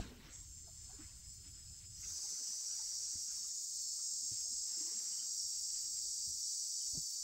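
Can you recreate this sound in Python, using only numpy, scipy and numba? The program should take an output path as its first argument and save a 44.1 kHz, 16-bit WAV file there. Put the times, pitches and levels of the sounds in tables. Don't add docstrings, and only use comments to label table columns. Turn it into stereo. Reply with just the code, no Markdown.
import sys
import numpy as np
from scipy import signal
from scipy.fft import rfft, irfft, next_fast_len
from scipy.io import wavfile
from scipy.ndimage import uniform_filter1d
from numba import njit

SR = 44100
rng = np.random.default_rng(int(sys.argv[2]) if len(sys.argv) > 2 else 0)


def unload_audio(sound):
    columns = np.transpose(np.atleast_2d(sound))
    steps = np.round(np.clip(columns, -1, 1) * 32767)
    wavfile.write(sys.argv[1], SR, steps.astype(np.int16))


N = 318843
TIME = np.arange(N) / SR
MOVE_S = (1.9, 2.09)

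# time in seconds, level in dB.
MASS_LEVEL = [(0.0, -52.5), (0.12, -66), (0.3, -70), (0.34, -58.5), (1.93, -57.5), (2.25, -43), (3.6, -42),
              (6.7, -40.5), (7.23, -41.5)]
# frequency in Hz, relative level in dB per Hz.
MASS_FAR = [(1760, -54), (3000, -30), (3760, -28.5), (4600, -19.5), (5200, -16), (5750, -23), (6300, -13),
            (6750, -15), (7350, -8.5), (8400, -16.5), (8650, -24.5), (10500, -35), (13600, -81),
            (22000, -120)]
# frequency in Hz, relative level in dB per Hz.
MASS_NEAR = [(1760, -63), (3000, -36.5), (3300, -31.5), (3800, -23), (4590, -7), (5400, -2), (6250, -2),
             (7510, -2), (7950, -1.5), (10000, -26.5), (10500, -47), (13600, -74), (22000, -120)]
CLICK_SHARE, MASS_UNSTEADY = 0.5, .003


def blended_mass():
    white = rng.standard_normal((2, 2, N))
    rates = rng.uniform(380, 470, size=4)
    trains = sum(tymbal_clicks(np.full(N, per_s), MASS_UNSTEADY) for per_s in rates)
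    voices = np.sqrt(1 - CLICK_SHARE) * white + np.sqrt(CLICK_SHARE) * rms_one(forest(trains))
    near = during_move([0, 1])
    mass = np.sqrt(1 - near) * coloured(voices[0], MASS_FAR)
    mass = mass + np.sqrt(near) * coloured(voices[1], MASS_NEAR)
    return pan(mass * from_db(level_curve(MASS_LEVEL) + 0.47 * drift(2.7)), 0.66)


# frequency in Hz, relative level in dB per Hz.
OVERTONES = [(5290, -30), (9000, -12.5), (10300, -21.5), (12000, -13), (15100, -15), (15800, -8.5)]
OVERTONE_DB, OVERTONE_SWELL_DB_PER_S = (-71.5, -62.5), 0.57


def overtones():
    on_bank_s = np.maximum(TIME - MOVE_S[1], 0)
    level_db = during_move(OVERTONE_DB) + OVERTONE_SWELL_DB_PER_S * on_bank_s
    fizz = coloured(rng.standard_normal((2, N)), OVERTONES)
    return pan(fizz * from_db(level_db + 1.4 * drift(30)), 1.0)


PHRASE_RISE_DB_PER_S, PHRASE_FALL_DB_PER_S, PHRASE_PAN_DB = 40, 35, 1
TYMBAL_WIDTH_HZ = 350
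# start in seconds, length in seconds,
# level in dB, tymbal resonance in Hz at the start, tymbal resonance in Hz at the end.
PHRASES = [(1.98, .55, -50, 6480, 6150), (1.98, .4, -52, 5850, 5900), (2.1, .9, -54, 4830, 4720),
           (2.2, 1.0, -54, 5350, 5300), (2.47, .5, -47, 5900, 5770), (2.05, 1.6, -50.5, 7250, 7340),
           (2.2, 1.3, -54, 7700, 7700), (2.75, .65, -49.5, 6800, 6570), (3.05, .45, -51, 5740, 5500),
           (3.3, .5, -52, 6400, 6100), (3.55, .95, -49, 6750, 6540), (3.8, .12, -47, 5360, 5320),
           (3.8, .12, -53, 4460, 4450), (3.9, 1.1, -46, 7470, 7500), (3.95, .6, -55, 8350, 8300),
           (4.1, .7, -50.5, 5270, 5220), (4.6, 1.0, -49.5, 6560, 6720), (4.6, 2.3, -49, 7680, 7800),
           (4.8, .9, -49.5, 5600, 5750), (5.2, 2.1, -53, 4800, 4680), (5.1, 1.0, -49, 7500, 7530),
           (5.1, 1.2, -56, 8300, 8350), (5.4, 1.9, -49, 5520, 5480), (5.7, 1.6, -48.5, 6800, 7050),
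           (6.2, 1.1, -49, 5780, 6100)]


def groups():
    return during_move([0, 1]) * pan(sum(group(*row) for row in PHRASES), PHRASE_PAN_DB)


def group(start, length, db, from_hz, to_hz):
    crisp = 1 / np.sqrt(length)
    level_db = held(start, length, db, PHRASE_RISE_DB_PER_S * crisp, PHRASE_FALL_DB_PER_S * crisp)
    heard = level_db > db - 20
    hz = np.interp(TIME[heard], [start, start + length], [from_hz, to_hz])
    rates = rng.uniform(430, 465, size=3)
    rates[0] = hz.mean() / np.round(hz.mean() / rates[0])
    clicks = sum(tymbal_clicks(per_s * hz / hz.mean(), unsteady=.003) for per_s in rates)
    out = np.zeros((2, N))
    out[:, heard] = sung(clicks, hz, TYMBAL_WIDTH_HZ) * from_db(level_db + 0.74 * drift(6.3))[heard]
    return out


SINGER_RISE_DB_PER_S, SINGER_FALL_DB_PER_S, SETTLE_S = 400, 150, .2
STEADY_SPREAD, STRIKE_UNSTEADY = 0.00201, .2
PARTNER_RATE, PARTNER_DB = 1.014, -9
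# start in seconds, length in seconds,
# level in dB, settled rate in clicks per second, share sharp at first.
SINGER = (0.332, 1.72, -53.5, 393.8, .06)
# settled frequency in Hz, width in Hz, relative level in dB,
# pan in dB, extra dB when striking up, swell in dB per second.
TYMBAL = [(4335, 98, -10, .5, -14, -1), (5110, 300, -2, -.5, -8, 2.5), (5380, 320, -10, 3, 10, -1),
          (6180, 450, -4, 10, 6, -1), (6690, 260, -10, 8, 0, 0), (7210, 300, 3, 7.5, 3, 0),
          (7920, 540, -1.5, 10, -10, 1.5)]


def singer(start, length, top_db, per_s, sharp):
    level_db = held(start, length, top_db, SINGER_RISE_DB_PER_S, SINGER_FALL_DB_PER_S)
    heard = (TIME > start - .3) & (TIME < start + length + .3)
    since_start = TIME[heard] - start
    fresh = np.exp(-np.maximum(since_start, 0) / SETTLE_S)
    pitch = 1 + sharp * fresh
    unsteady = STEADY_SPREAD + STRIKE_UNSTEADY * (pitch - 1)
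    clicks = tymbal_clicks(per_s * pitch, unsteady)
    clicks += from_db(PARTNER_DB) * tymbal_clicks(PARTNER_RATE * per_s * pitch, unsteady)
    body = np.zeros((2, len(pitch)))
    for hz, width_hz, db, pan_db, strike_db, swell_db in TYMBAL:
        mode_db = db + strike_db * fresh + swell_db * since_start + 1.2 * drift(13.0)[heard]
        body += pan(from_db(mode_db) * sung(clicks, hz * pitch, width_hz), pan_db)
    out = np.zeros((2, N))
    out[:, heard] = from_db(level_db[heard]) * rms_one(body)
    return out


RIB_WAVER_DB = 3
RIB_DB = [-1.5, -17, -9]


def tymbal_clicks(per_s, unsteady):
    wander = 1 + unsteady * (drift(2) + drift(14))[:len(per_s)]
    turns = np.cumsum(per_s * wander / SR) + 3 * rng.random()
    click = np.arange(np.ceil(turns[8]), turns[-9])
    at = np.interp(click, turns, np.arange(len(turns)))
    near = np.round(at).astype(int)[:, None] + np.arange(-6, 7)
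    rib = click.astype(int) % 3
    waver_db = RIB_WAVER_DB * drift(6)[near[:, 6]] * (rib - 1)
    size = from_db(np.array(RIB_DB)[rib] + waver_db) * (1 + 0.08 * rng.standard_normal(len(at)))
    out = np.zeros(len(turns))
    out[near] = size[:, None] * np.sinc(near - at[:, None]) * np.hanning(15)[1:-1]
    return out


def sung(clicks, hz, width_hz):
    ringing = resonate(resonate(clicks, hz, width_hz, SR), hz, width_hz, SR)
    heard = forest(ringing)
    return heard / np.sqrt(uniform_filter1d(heard ** 2, size=SR // 4) + 1e-12)


FOREST_T60_S, DIRECT_DB = .45, 29


def forest(x):
    t = np.arange(int(FOREST_T60_S * SR)) / SR
    echoes = rng.standard_normal((2, len(t))) * from_db(-60 * t / FOREST_T60_S)
    echoes[[0, 1], rng.integers(0, 40, size=2)] = from_db(DIRECT_DB)
    return signal.fftconvolve(x[None], echoes, axes=1)[:, :len(x)]


CALM_SWISH_DB, CALM_SLOSH_DB = (-77, -83.5), (-76, -86)
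WADE_RISE_DB_PER_S, WADE_FALL_DB_PER_S = 182, 113
# start in seconds, length in seconds, swish level in dB, slosh level in dB.
WADES = [(0, 0.049, -56.5, -58), (0.113, 0.039, -79, -59), (0.176, 0.12, -61.5, -66),
         (0.866, 0.29, -70.5, -70.5), (2.055, 0.049, -64, -72), (2.18, 0.35, -67.5, -72.5),
         (2.575, 0.35, -68, -87), (3.005, 0.18, -70.5, -74.5), (3.266, 0.19, -73.5, -80),
         (3.98, 0.013, -76, -103), (4.44, 0.32, -77, -88), (4.72, 0.5, -66, -75), (5.682, 0.24, -76.5, -91)]


def wading_levels():
    shape = np.array([from_db(2 * held(s, length, 0, WADE_RISE_DB_PER_S, WADE_FALL_DB_PER_S))
                      for s, length, *_ in WADES])
    calm_db = np.array([during_move(db) for db in (CALM_SWISH_DB, CALM_SLOSH_DB)])
    moves = from_db(2 * np.array(WADES)[:, 2:].T) @ shape
    return 10 * np.log10(from_db(2 * calm_db) + moves)


# frequency in Hz, relative level in dB per Hz.
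SWISH = [(300, -21), (500, -9.5), (900, -5.5), (1600, -2.5), (3000, -6), (4500, -4), (7000, -14.5)]


def swish(level_db):
    return pan(from_db(level_db) * patchy_noise(SWISH, patchy_db=1.88, rate=13), 1.0)


# frequency in Hz, relative level in dB per Hz.
SLOSH = [(120, -7.5), (200, -0.5), (300, -1.5), (450, -5.5), (600, -57)]


def slosh(level_db):
    return from_db(level_db) * patchy_noise(SLOSH, patchy_db=4.5, rate=8.6)


def droplets(swish_db):
    sizes = from_db(3.15 * np.minimum(rng.exponential(1, (2, N)), 5))
    chance = 900 * from_db(5 * drift(8)) / SR
    bubbles = sizes * (rng.random((2, N)) < chance) + 1e-18
    pitches, dealt = np.geomspace(550, 4200, 12), rng.integers(0, 12, (2, N))
    out = sum(signal.lfilter(*signal.iirpeak(hz, 8.0, fs=SR), bubbles * (dealt == k))
              for k, hz in enumerate(pitches))
    return from_db(swish_db - 6) * rms_one(out)


SPLASH_HZ, SPLASH_RISE_HZ_PER_S, SPLASH_FADE_DB_PER_S = 1350, 15000, 502
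# start in seconds, length in seconds, level in dB.
SPLASH = [(1.005, 0.039, -63)]


def splash():
    hz = np.clip(SPLASH_HZ + SPLASH_RISE_HZ_PER_S * (TIME - SPLASH[0][0]), 700, 2800)
    noise = np.array([rms_one(resonate(x, hz, 480.0, SR)) for x in rng.standard_normal((2, N))])
    return noise * from_db(held(*SPLASH[0], SPLASH_FADE_DB_PER_S))


# start in seconds, level in dB before trim, pitch in Hz, pan in dB.
PLOPS = [(0.178, -49, 200, -2), (0.669, -54.5, 693, 10), (0.889, -55, 725, 10), (0.925, -56, 398, 4),
         (0.985, -44, 294, 1), (1.01, -54, 245, 3), (2.024, -54.5, 2106, -7), (2.232, -62, 788, 17),
         (2.398, -55.5, 428, 1), (2.478, -62, 204, 5), (2.788, -56.5, 880, 12), (2.995, -60, 438, 8),
         (3.44, -63.5, 1190, 8), (3.983, -64, 1190, 1), (4.221, -56.5, 287, 1), (4.449, -63.5, 585, 15),
         (4.501, -58, 273, -1.0)]


def plops():
    out = np.zeros((2, N))
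    spread = rng.normal(0, 0.148, (len(PLOPS), 3))
    for (s, db, hz, pan_db), sizes in zip(PLOPS, spread):
        for k, size in enumerate(sizes):
            bubble_hz = hz * (1 + size * (k > 0))
            bubble = ring(bubble_hz, .055 + 10 / hz, .008, .05)
            add(out, s + .008 * k, pan(from_db(db - 2 * k - 7) * bubble, pan_db))
        swell = ring(8, .05, .01, 0)[:, :2200]
        spray = rng.standard_normal((2, 2200)) * swell
        band = signal.butter(2, [0.96 * hz, 1.32 * hz], "band", fs=SR, output="sos")
        add(out, s, from_db(db + 10.5) * signal.sosfilt(band, spray))
    return right_late(out)


THUD_TURN = 1.17
THUD_PUFF_DB, THUD_PUFF_REACH = -13, 3.14
# start in seconds, level in dB, pitch in Hz,
# decay to -60 dB in seconds, pan in dB.
THUDS = [(.004, -44, 199.6, 0.23, 1), (.098, -51, 246.6, 0.35, 2), (3.148, -47.5, 81.5, 0.1, -1),
         (4.311, -46, 113, 0.11, -4), (6.27, -50.5, 83.7, 0.2, -1), (6.26, -63, 198, 0.05, -1),
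         (6.932, -44.5, 66.4, 0.033, -1), (6.944, -50.5, 270, 0.16, 1), (6.97, -40, 156, 0.068, -2)]


def thuds():
    out = np.zeros((2, N))
    modes = [(1, 0.85, 0.0057), (2.3, 0.13, 0.0051), (3.7, 0.034, 0.0052)]   # (pitch ratio, gain, rise s)
    t = TIME[:4000]
    for s, db, hz, t60, pan_db in THUDS:
        for ratio, gain, rise_s in modes:
            tone = ring(ratio * hz, t60 / np.sqrt(ratio), rise_s, 0, THUD_TURN)
            add(out, s, pan(gain * from_db(db) * tone, pan_db))
        dull = signal.butter(4, THUD_PUFF_REACH * hz, fs=SR, output="sos")
        puff = rms_one(signal.sosfilt(dull, rng.standard_normal(4000)))
        shape = from_db(db + THUD_PUFF_DB - 60 * t / t60) * np.minimum(t / .006, 1)
        add(out, s, pan(shape * puff, pan_db))
    return out


# start in seconds, level in dB, pitch in Hz.
CREAK = [(4.772, -56, 340), (4.806, -51, 314), (4.842, -58, 334), (4.873, -55, 342), (4.914, -54.5, 440),
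         (4.948, -61, 235), (4.97, -63, 228)]


def creak():
    out = np.zeros((2, N))
    for s, db, hz in CREAK:
        add(out, s, from_db(db) * ring(hz, 0.11, 0.0022, 0.013))
    return right_late(out)


# start in seconds, level in dB, pitch in Hz, pan in dB.
CHIRPS = [(5.12, -63, 3180, 10), (5.189, -60, 3200, 16), (5.74, -64, 3150, 3), (5.811, -58.5, 3170, 1),
          (6.806, -56, 3170, 5.5)]


def chirps():
    out = np.zeros((2, N))
    for s, db, hz, pan_db in CHIRPS:
        for late_s, echo_db in [(0, 0), (.009, -5), (.021, -7), (.034, -10), (.05, -12)]:
            tone = ring(hz * rng.normal(1, .015), .03, .012, -.06)
            add(out, s + late_s, pan(from_db(db + echo_db) * tone, pan_db))
    return right_late(out)


FIRE_DB, BURST_DB, BURST_S = -59, 33, 0.031
# frequency in Hz, relative level in dB per Hz.
FIRE = [(12, -4.5), (20, -17), (43, 0), (70, -1), (99, -3.5), (172, -16), (300, -28), (390, -28.5),
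        (660, -120)]


def campfire():
    level_db = FIRE_DB + BURST_DB * np.exp(-TIME / BURST_S)
    return from_db(level_db) * patchy_noise(FIRE, patchy_db=0.3, rate=24)


# frequency in Hz, relative level in dB per Hz.
WIND = [(12, -47), (20, 0), (48, 5.5), (134, -6), (300, -19.5), (390, -49), (660, -120)]
# time in seconds, level in dB.
GUSTS = [(2.1, -67), (2.37, -77.5), (3.1, -70.5), (4.05, -77.5), (4.45, -71), (4.75, -78), (5.2, -79),
         (5.28, -94), (5.4, -74), (5.5, -74), (6.4, -70.5), (6.8, -81), (7.0, -61), (7.1, -100)]


def wind():
    return from_db(level_curve(GUSTS)) * patchy_noise(WIND, patchy_db=1.5, rate=4.4)


def rumble():
    near = np.interp(TIME, (2.1, 2.2), [0, 1])
    out = (1 - near) * campfire() + near * wind()
    turn = np.exp(1j * during_move((0.46, 1)))
    out[1] = (signal.hilbert(out[1], next_fast_len(N))[:N] * turn).real
    return out


DRONE_HZ, DRONE_FADE_DB_PER_S = 33.5, 119
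# start in seconds, length in seconds, level in dB.
DRONE = [(3.2, 0.97, -83.5), (5.377, 0.22, -85.5)]
# multiple of the base rate, relative level in dB.
DRONE_ORDERS = [(4, -4), (5, 1), (6, 5), (7, -6)]


def drone():
    turns = np.cumsum(DRONE_HZ * (1 + 0.009 * drift(5))) / SR
    tone = np.zeros((2, N))
    for k, db in DRONE_ORDERS:
        tone += from_db(db + 2.2 * drift(5)) * np.sin(2 * np.pi * (k * turns + rng.random((2, 1))))
    return tone * sum(from_db(held(*row, DRONE_FADE_DB_PER_S)) for row in DRONE)


STREAM_DB = -79
# frequency in Hz, relative level in dB per Hz.
STREAM = [(400, -10), (1000, -11), (2000, -2), (3500, -0.5), (4500, -8.5)]


def stream():
    return from_db(STREAM_DB + 4.9 * drift(8.6)) * coloured(rng.standard_normal((2, N)), STREAM)


# frequency in Hz, correlation from 0 to 1.
LIKENESS = [(60, 1), (130, 0.7), (290, 0.048), (700, 0.022)]


def patchy_noise(spectrum, patchy_db, rate):
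    size, together, out = next_fast_len(N), drift(rate / 3), 0
    mid, side = rfft(rng.standard_normal((2, size)))
    hz = np.arange(len(mid)) * SR / size + 1e-3
    alike = at_hz(LIKENESS, hz)
    pair = irfft(np.sqrt(1 + alike) * mid + np.sqrt(1 - alike) * side * [[1], [-1]], size)[:, :N]
    pair = coloured(pair, spectrum)
    octaves = np.log2(spectrum[-1][0] / spectrum[0][0])
    for low in spectrum[0][0] * 2 ** np.arange(0, octaves, .5):
        band_filter = signal.butter(2, [low, low * np.sqrt(2)], "band", fs=SR, output="sos")
        out = out + signal.sosfilt(band_filter, pair) * from_db(patchy_db * (together + drift(rate)))
    return rms_one(out)


def coloured(x, spectrum):
    size = next_fast_len(N)
    hz = np.arange(size // 2 + 1) * SR / size + 1e-3
    inside = (hz > spectrum[0][0]) & (hz < spectrum[-1][0])
    return rms_one(irfft(rfft(x, size) * from_db(at_hz(spectrum, hz)) * inside, size)[..., :N])


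@njit
def resonate(x, hz, width_hz, sr):
    out, r = np.zeros_like(x), np.exp(-np.pi * width_hz / sr)
    for i in range(2, len(x)):
        feedback = 2 * r * np.cos(2 * np.pi * hz[i] / sr) * out[i - 1] - r * r * out[i - 2]
        out[i] = x[i] - x[i - 2] + feedback
    return out


def ring(hz, t60, rise_s, glide, turn=0):
    t = np.arange(int(1.5 * t60 * SR)) / SR
    shape = (1 - np.exp(-(t / rise_s) ** 2)) * from_db(-60 * t / t60)
    phase = 2 * np.pi * hz * (t + glide * t * t / t60) + np.array([[0], [turn]])
    return shape / shape.max() * np.sin(phase)


def drift(rate):
    r = np.exp(-80 * np.pi * rate / SR)
    slow = signal.lfilter([1], [1, -2 * r, r * r], rng.standard_normal(N // 40 + 2002))[2000:]
    return np.interp(np.arange(N) / 40, np.arange(len(slow)), rms_one(slow))


def held(start, length, db, rise_db_per_s, fall_db_per_s=None):
    fall_db_per_s = fall_db_per_s or rise_db_per_s
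    before, after = np.maximum(start - TIME, 0), np.maximum(TIME - start - length, 0)
    return db - rise_db_per_s * before - fall_db_per_s * after


def during_move(values):
    return np.interp(TIME, MOVE_S, values)


def level_curve(rows):
    seconds, db = np.transpose(rows)
    return np.interp(TIME, seconds, db)


def at_hz(points, hz):
    point_hz, values = np.transpose(points)
    return np.interp(np.log(hz), np.log(point_hz), values)


def from_db(db):
    return 10 ** (np.asarray(db) / 20)


def rms_one(x):
    return x / np.sqrt(np.mean(x ** 2) + 1e-20)


def pan(x, pan_db):
    return x * from_db(np.array([pan_db / 2, -pan_db / 2]).reshape(2, -1))


def right_late(x):
    x[1] = np.roll(x[1], round(.0008 * SR))
    return x


def add(out, s, sound):
    at = round(s * SR)
    out[:, at:at + sound.shape[1]] += sound[:, :N - at]


def scene():
    swish_db, slosh_db = wading_levels()
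    chorus = blended_mass() + overtones() + groups() + singer(*SINGER)
    water = swish(swish_db) + slosh(slosh_db) + droplets(swish_db) + splash() + plops()
    small_events = thuds() + creak() + chirps()
    return chorus + water + small_events + rumble() + drone() + stream()


CUTOFF_HZ = 15740


def record(dry):
    return signal.sosfilt(signal.ellip(14, .3, 70, CUTOFF_HZ, fs=SR, output="sos"), dry)


dry = scene()
out = record(dry)
unload_audio(out)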